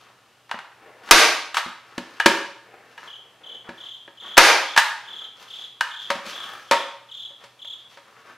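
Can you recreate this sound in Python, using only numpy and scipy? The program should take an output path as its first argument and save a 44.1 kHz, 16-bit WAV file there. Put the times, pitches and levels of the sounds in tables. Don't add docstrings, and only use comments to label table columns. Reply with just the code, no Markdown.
import sys
import numpy as np
from scipy import signal
from scipy.fft import rfft, irfft
from scipy.io import wavfile
from scipy.ndimage import uniform_filter1d

SR = 44100
rng = np.random.default_rng(int(sys.argv[2]) if len(sys.argv) > 2 else 0)


def wrap_up_sound(samples):
    columns = np.atleast_2d(samples).T
    tamed = np.clip(columns, -1, 1)
    steps = np.round(tamed * 32767).astype(np.int16)
    wavfile.write(sys.argv[1], SR, steps)


N = 369116


def amp(db):
    return 10 ** (np.asarray(db) / 20)


def unit_rms(x):
    return x / np.sqrt(np.mean(x ** 2) + 1e-20)


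def unit_blow(x):
    return x / np.sqrt(np.sum(x ** 2) / (.01 * SR) + 1e-20)


def read(points, hz):
    f, value = np.transpose(points)
    return np.interp(np.log(hz + 1), np.log(f + 1), value)


def add(mix, start, sound):
    part = mix[max(round(start * SR), 0):][:len(sound)]
    part += sound[:len(part)]


def bins(size):
    return np.fft.rfftfreq(size, 1 / SR)


def tint(x, colour):
    size = x.shape[-1]
    return unit_rms(irfft(rfft(x) * amp(read(colour, bins(size))), size))


# frequency in Hz, correlation (1 = the same).
LIKENESS = [(100, 1), (500, 0.99), (1200, 0.99), (2200, 0.96), (4500, 0.77), (8000, 0.45), (14000, 0.65)]


def ports(pair):
    size = pair.shape[-1]
    same = np.clip(read(LIKENESS, bins(size)), 0, .999)
    mid, side = rfft(pair) * np.sqrt([(1 + same) / 2, (1 - same) / 2])
    return irfft([mid + side, mid - side], size)


# frequency in Hz, relative level in dB per Hz.
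AIR_COLOUR = [(20, -39.5), (45, -23.5), (80, -19), (120, -8), (160, -14), (400, -12), (1200, -11),
              (1600, -24.5), (2700, -12), (4500, -18.5), (12000, -28.5), (15500, -38.5)]


def air(air_db=-60, hum_db=-73, hum_hz=122):
    hum = amp(hum_db) * unit_rms(np.sin(2 * np.pi * hum_hz * np.arange(N) / SR))
    return amp(air_db) * tint(ports(rng.standard_normal((2, N))), AIR_COLOUR) + hum


def arch(start, length, speed_power=0.63):
    u = np.clip((np.arange(N) / SR - start) / length, 0, 1)
    return (4 * u * (1 - u)) ** speed_power


def wander(count=1500):
    steps = unit_rms(uniform_filter1d(rng.standard_normal(count), size=25))
    return np.interp(np.linspace(0, count - 1, N), np.arange(count), steps)


def random_kicks(per_s, size_db, most):
    happens = rng.random(N) < per_s / SR
    sizes = amp(size_db * np.minimum(rng.exponential(1, N), most))
    return happens * rng.choice([-1, 1], N) * sizes


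def friction(colour, grains_per_s=900, grain_db=3.5, smooth=1.0, catch_db=2.3):
    grains = unit_rms(random_kicks(grains_per_s, grain_db, most=5))
    uneven = amp(catch_db * wander(count=12000))
    return uneven * tint(grains + smooth * rng.standard_normal(N), colour)


# start in seconds, length in seconds, relative scrape level in dB, relative hiss level in dB.
STROKES = [(-.12, 0.24, -52, -61.5), (.97, 0.079, -53.5, -61.5), (1.03, 0.13, -38.5, -47),
           (1.829, 0.23, -52.5, -59), (1.973, 0.29, -49, -56.5), (2.82, 0.22, -56, -63),
           (2.968, .13, -45.5, -51.5), (3.638, .07, -44.5, -66), (3.705, 0.21, -53.5, -59.5),
           (4.208, 0.14, -42.5, -54), (5, 0.31, -50, -59), (5.35, 0.13, -48, -51), (5.47, 0.21, -53, -52.5),
           (5.985, 0.27, -51, -48.5), (6.236, .11, -38.5, -37.5), (6.247, .35, -43.5, -48),
           (6.553, 0.19, -52, -54.5), (7.09, 0.16, -67, -64.5), (7.397, 0.061, -51.5, -55),
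           (7.662, 0.23, -57.5, -67), (7.893, 0.069, -51.5, -52), (7.994, 0.19, -56, -64.5),
           (8.159, 0.072, -51, -57), (8.239, .1, -44.5, -56.5)]
# frequency in Hz, relative level in dB per Hz.
SCRAPE_COLOUR = [(50, -43.5), (110, -19), (500, -5), (850, -5), (1250, -1), (1850, -5), (2800, -15.5),
                 (6000, -49)]
HISS_COLOUR = [(1500, -16.5), (2800, 0), (4500, -4.5), (6300, -9.5), (8000, -18.5), (12000, -19.5),
               (15500, -32)]


def rubbing(idle_scrape_db=-64, idle_hiss_db=-81.5, idle_wander_db=2, scrape_db=-1):
    stir = amp(idle_wander_db * wander())
    scrape, hiss = amp(idle_scrape_db) * stir, amp(idle_hiss_db) * stir
    for start, length, stroke_scrape_db, stroke_hiss_db in STROKES:
        stroke = arch(start, length)
        scrape = np.hypot(scrape, amp(stroke_scrape_db) * stroke)
        hiss = np.hypot(hiss, amp(stroke_hiss_db) * stroke)
    return amp(scrape_db) * scrape * friction(SCRAPE_COLOUR) + hiss * friction(HISS_COLOUR)


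def rattle(colour, treble_db, t60, size=8192, corner_hz=3500, rise=0.0015):
    t, hz = np.arange(size) / SR, bins(size)
    burst = rfft(rng.standard_normal(size) * (1 - np.exp(-t / rise)) * amp(-60 * t / t60))
    treble_lift = treble_db * hz ** 2 / (hz ** 2 + corner_hz ** 2)
    log_gain = np.log(amp(np.maximum(read(colour, hz), -80) + treble_lift))
    log_gain -= np.log(uniform_filter1d(abs(burst) ** 2, size=13)) / 2
    mirrored = np.r_[log_gain, log_gain[-2:0:-1]]
    body = np.exp(np.conj(signal.hilbert(mirrored)))[:len(hz)]
    return unit_blow(irfft(burst * body))


def ring(modes, size=12000, rise=0.001):
    t = np.arange(size) / SR
    contact = 1 - np.exp(-(t / rise) ** 2)
    tones = np.zeros(size)
    for hz, db, t60 in modes:
        tones += rng.choice([-1, 1]) * amp(db - 60 * t / t60) * np.sin(2 * np.pi * hz * t)
    return unit_blow(contact * tones)


# pitch in Hz, relative level in dB, time to die by 60 dB in seconds.
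GUN_MODES = [(890, -5, 0.036), (919.4, -1, 0.063), (1255, -10, 0.17), (1920, -12, .06), (2406, -5.5, 0.04),
             (2908, -7.5, 0.087), (3940, -15.5, 0.071)]


def gun_ring(handle_hz=1660, handle_db=6):
    pair = [(handle_hz, handle_db, .05), (handle_hz * 1.07, handle_db, .03)]
    return ring([*GUN_MODES, *pair])


# start in seconds, relative level in dB, extra treble in dB,
# time for the rattle to die by 60 dB in seconds, handle pitch under the grip in Hz, ring in dB beside the rattle.
CLACKS = [(0.493, -42.5, -7.5, 0.043, 1610, -5.5), (.512, -24, -6.5, 0.029, 1575, -2.5),
          (0.589, -34, -7, 0.02, 1580, -6), (1.088, -32, -3, 0.04, 1550, -15.5),
          (1.543, -22, 5.5, 0.09, 1620, -5), (1.568, -14.5, 3.5, 0.088, 1149, -3),
          (2.199, -19, -0.5, 0.048, 1634, 5), (2.977, -40, -3, 0.048, 1651, 4.5),
          (4.369, -10.5, 0.5, 0.056, 1640, -12), (4.763, -17, 1, 0.039, 1637, -2),
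          (4.775, -6.5, 7.5, 0.076, 1680, -2), (5.808, -18.5, 4.5, 0.031, 1590, 1)]
# frequency in Hz, relative level in dB per Hz.
CLACK_COLOUR = [(100, -41), (480, -19), (700, -9.5), (900, -1), (1700, -2.5), (2200, -7.5), (3500, -9.5),
                (4700, -15.5), (8500, -26.5), (12500, -34), (15500, -44.5)]


def clacks():
    out = np.zeros(N)
    for start, db, treble_db, t60, handle_hz, ring_db in CLACKS:
        add(out, start, amp(db) * rattle(CLACK_COLOUR, treble_db, t60))
        add(out, start + 0.001015, amp(db + ring_db) * gun_ring(handle_hz))
    return out


# pitch in Hz, relative level in dB, time to die by 60 dB in seconds.
BOARD_MODES = [(192, -5.5, 0.12), (241.2, -3.5, 0.072), (332.6, 2.5, 0.055), (420, -3, 0.052),
               (559.7, 2.5, 0.17), (650, -9.5, 0.16), (932.4, 8.5, 0.15), (1106, 4, 0.12), (1220, 8, 0.074)]


def board_ring(place_hz=None, octave_db=13):
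    if place_hz is None:
        return ring(BOARD_MODES)
    return ring([(hz, db - octave_db * abs(np.log2(hz / place_hz)), t60) for hz, db, t60 in BOARD_MODES])


# start in seconds, relative level in dB, extra treble in dB,
# time for the rattle to die by 60 dB in seconds, board pitch favoured there in Hz,
# board ring in dB beside the rattle, gun ring in dB beside the rattle.
KNOCKS = [(0.541, -30.5, -39, .05, 209, -12, -18), (1.662, -36.5, -24, 0.028, 233, 1, -16.5),
          (1.979, -26.5, -1, 0.03, 240, 1.5, -5.5), (2.2593, -5, 2, 0.047, 332, -2.5, 0),
          (3.69, -35, -12.5, 0.068, 260, 2, 0.5), (4.077, -43.5, -26.5, 0.025, 400, 1.5, 1.5),
          (6.102, -17, -5, 0.059, 580, 0, -6.5), (6.152, -31.5, -9, 0.092, 200, -4.5, -17),
          (6.265, -40.5, 1, 0.024, 210.8, 0.5, -18), (6.711, -12, 2, 0.06, 576, 1, -8),
          (6.717, -12, -15, 0.15, 1200, 0, -6.5), (7.305, -55.5, -6.5, 0.057, 550, 8, -9),
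          (7.438, -41.5, 2, 0.12, 550, -2.5, -25.5), (7.647, -46.5, -9, 0.018, 700, -4, -14),
          (7.971, -42, -8, .09, 550, -1.5, -9)]
# frequency in Hz, relative level in dB per Hz.
KNOCK_COLOUR = [(40, -38.5), (120, -23), (450, -15.5), (600, -8), (1100, -4.5), (1800, -5.5), (4200, -11),
                (6300, -18), (10400, -28), (15500, -39.5)]


def knocks():
    out = np.zeros(N)
    for start, db, treble_db, t60, place_hz, board_db, gun_db in KNOCKS:
        add(out, start, amp(db) * rattle(KNOCK_COLOUR, treble_db, t60))
        add(out, start, amp(db + board_db) * board_ring(place_hz))
        add(out, start + 0.0012, amp(db + gun_db) * gun_ring())
    return out


# start in seconds, length in seconds, relative level in dB.
PRESSES = [(0.74, 0.33, -50.5), (2.62, 0.3, -50.5), (3.15, 0.29, -58), (3.393, 0.22, -52.5)]
# frequency in Hz, relative level in dB per Hz.
PRESS_COLOUR = [(60, -28), (200, -13.5), (480, -0.5), (750, -4), (1100, -8.5), (1800, -7), (2800, -17),
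                (6000, -41)]


def pressing():
    press = sum(amp(db) * arch(start, length) for start, length, db in PRESSES)
    return press * friction(PRESS_COLOUR)


def low_swing(width=0.0072, size=2000):
    u = np.arange(size) / SR / width
    return unit_blow(u * (2 - u) * np.exp(-u))


# start in seconds, relative level in dB, low swing in dB beside the rattle,
# extra treble in dB, time for the rattle to die by 60 dB in seconds.
SHOTS = [(1.110, 7, -24, 5.5, 0.036), (4.3775, 7, -27.5, 1.5, 0.038)]
# frequency in Hz, relative level in dB per Hz.
SHOT_COLOUR = [(100, -28.5), (220, -14.5), (340, -5), (750, 0.5), (1100, -2), (1700, 0), (2500, -2.5),
               (3200, -6.5), (4400, -7), (6400, -11.5), (7600, -19.5), (11500, -20.5), (15500, -38.5)]


def shots(ring_db=-17, board_db=-14):
    out = np.zeros(N)
    for start, db, swing_db, treble_db, t60 in SHOTS:
        add(out, start, amp(db) * rattle(SHOT_COLOUR, treble_db, t60))
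        add(out, start, amp(db + ring_db) * gun_ring())
        add(out, start, amp(db + board_db) * board_ring())
        add(out, start, amp(db + swing_db) * low_swing())
    return out


# start in seconds, count of wing strokes.
CHIRPS = [(3.072, 4), (3.433, 5), (3.774, 7), (4.171, 8), (4.598, 7), (5.048, 8), (5.474, 7), (5.88, 7),
          (6.293, 6), (6.682, 6), (7.085, 7), (7.589, 6)]
SONG_DB, SONG_HZ, COLD_DB, COLD_HZ, WARM_UP_S = -34, 3396, -6, -160, 0.87
FIRST_STROKE_DB, FIRST_STROKE_HZ, SWELL_DB = -11.5, -130, 1
WING_PERIOD_S, STROKE_S = .027, .02


def cricket(jitter_hz=90, fall_hz=620, harmonics_db=(0, -26, -40, -37)):
    out, u = np.zeros(N), np.linspace(0, 1, int(STROKE_S * SR))
    for start, count in CHIRPS:
        cold = np.exp(-(start - CHIRPS[0][0]) / WARM_UP_S)
        for k in range(count):
            shy = np.exp(-2 * k) * (1 - cold)
            teeth = unit_rms(uniform_filter1d(rng.standard_normal(len(u)), size=36))
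            hz = SONG_HZ + COLD_HZ * cold + FIRST_STROKE_HZ * shy
            hz = hz + fall_hz * (.5 - u) + jitter_hz * teeth
            phase = 2 * np.pi * (np.cumsum(hz) / SR + rng.random())
            tone = sum(amp(db) * np.sin(h * phase) for h, db in enumerate(harmonics_db, 1))
            stroke = unit_rms(tone * signal.windows.tukey(len(u), .5))
            level_db = SONG_DB + COLD_DB * cold + FIRST_STROKE_DB * shy + SWELL_DB * (k / count - .5)
            add(out, start + k * WING_PERIOD_S, amp(level_db) * stroke)
    return out


def nook(x, spread=0.0017, count=8):
    taps = np.zeros(2000)
    delays = np.minimum(spread * rng.exponential(1, count), .03)
    taps[(delays * SR).astype(int)] = rng.choice([-.5, .5], count) / np.sqrt(count)
    taps[0] = 1
    return signal.oaconvolve(x, taps / np.linalg.norm(taps))[:N]


SLIDE_START_S, SLIDE_LENGTH_S, SLIDE_DB = 6.27, 0.36, -42.5


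def sliding(slips_per_s=450, slip_db=4.5, sole_hz=1220, sole_width_hz=330, body_db=-6):
    slips = random_kicks(slips_per_s, slip_db, most=4)
    t = np.arange(2000) / SR
    sole = unit_blow(np.exp(-np.pi * sole_width_hz * t) * np.cos(2 * np.pi * sole_hz * t))
    sole_sound = signal.oaconvolve(slips, sole)[:N]
    housing_sound = amp(body_db) * signal.oaconvolve(slips, gun_ring())[:N]
    level = amp(SLIDE_DB) * arch(SLIDE_START_S, SLIDE_LENGTH_S)
    return level * unit_rms(sole_sound + housing_sound)


def scatter(x, corner_hz=6000, scatter_db=-9, delay=9):
    high_pass = signal.butter(2, corner_hz, "highpass", fs=SR, output="sos")
    glance = np.pad(signal.sosfilt(high_pass, x), (delay, 0))[:N]
    return amp(scatter_db) * np.array([[1], [-1]]) * glance


# frequency in Hz, time to die by 60 dB in seconds.
ROOM_T60 = [(100, 0.15), (300, 0.51), (1000, 0.58), (2500, 0.6), (5000, 0.56), (9000, 0.48), (15000, 0.39)]


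def room(x, build_up=0.0024):
    hz, t, noise = signal.stft(ports(rng.standard_normal((2, SR))), SR, nperseg=256)
    decay = amp(-60 * t / read(ROOM_T60, hz)[:, None])
    tail = signal.istft(noise * decay, SR, nperseg=256)[1]
    tail *= 1 - np.exp(-(np.arange(tail.shape[1]) / SR / build_up) ** 2)
    return signal.fftconvolve(x[None], tail / np.linalg.norm(tail[0]), axes=1)[:, :N]


def place(x, direct_db, room_db, pan_db):
    direct = amp([[pan_db / 2], [-pan_db / 2]]) * x + scatter(x)
    return amp(direct_db) * direct + amp(room_db) * room(x)


def scene():
    return (air()
            + place(rubbing() + pressing() + sliding(), direct_db=-3.0, room_db=-3.5, pan_db=3.0)
            + place(clacks(), direct_db=-1.5, room_db=-6.5, pan_db=0.46)
            + place(knocks(), direct_db=-2.5, room_db=-8.0, pan_db=0.7)
            + place(shots(), direct_db=-0.5, room_db=-1.5, pan_db=1.7)
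            + place(nook(cricket()), direct_db=-3.0, room_db=-4.0, pan_db=2.5))


def record(dry, threshold_db=-5.5, recovery_db_per_s=130, attack=0.0063, strength=.72, cutoff_hz=15750):
    power = signal.lfilter(np.ones(256) / 256, 1, (dry ** 2).mean(0))
    fall = np.arange(N) * recovery_db_per_s / SR
    level_db = np.maximum.accumulate(10 * np.log10(power + 1e-12) + fall) - fall
    over_db = np.maximum(level_db - threshold_db, 0)
    lag = np.exp(-1 / (attack * SR))
    limited = dry * amp(-strength * signal.lfilter([1 - lag], [1, -lag], over_db))
    low_pass = signal.firwin(511, cutoff_hz, window=("kaiser", 8), fs=SR)
    return signal.oaconvolve(np.clip(limited, -1, 1), low_pass[None], "same")


dry = scene()
out = record(dry)
wrap_up_sound(out)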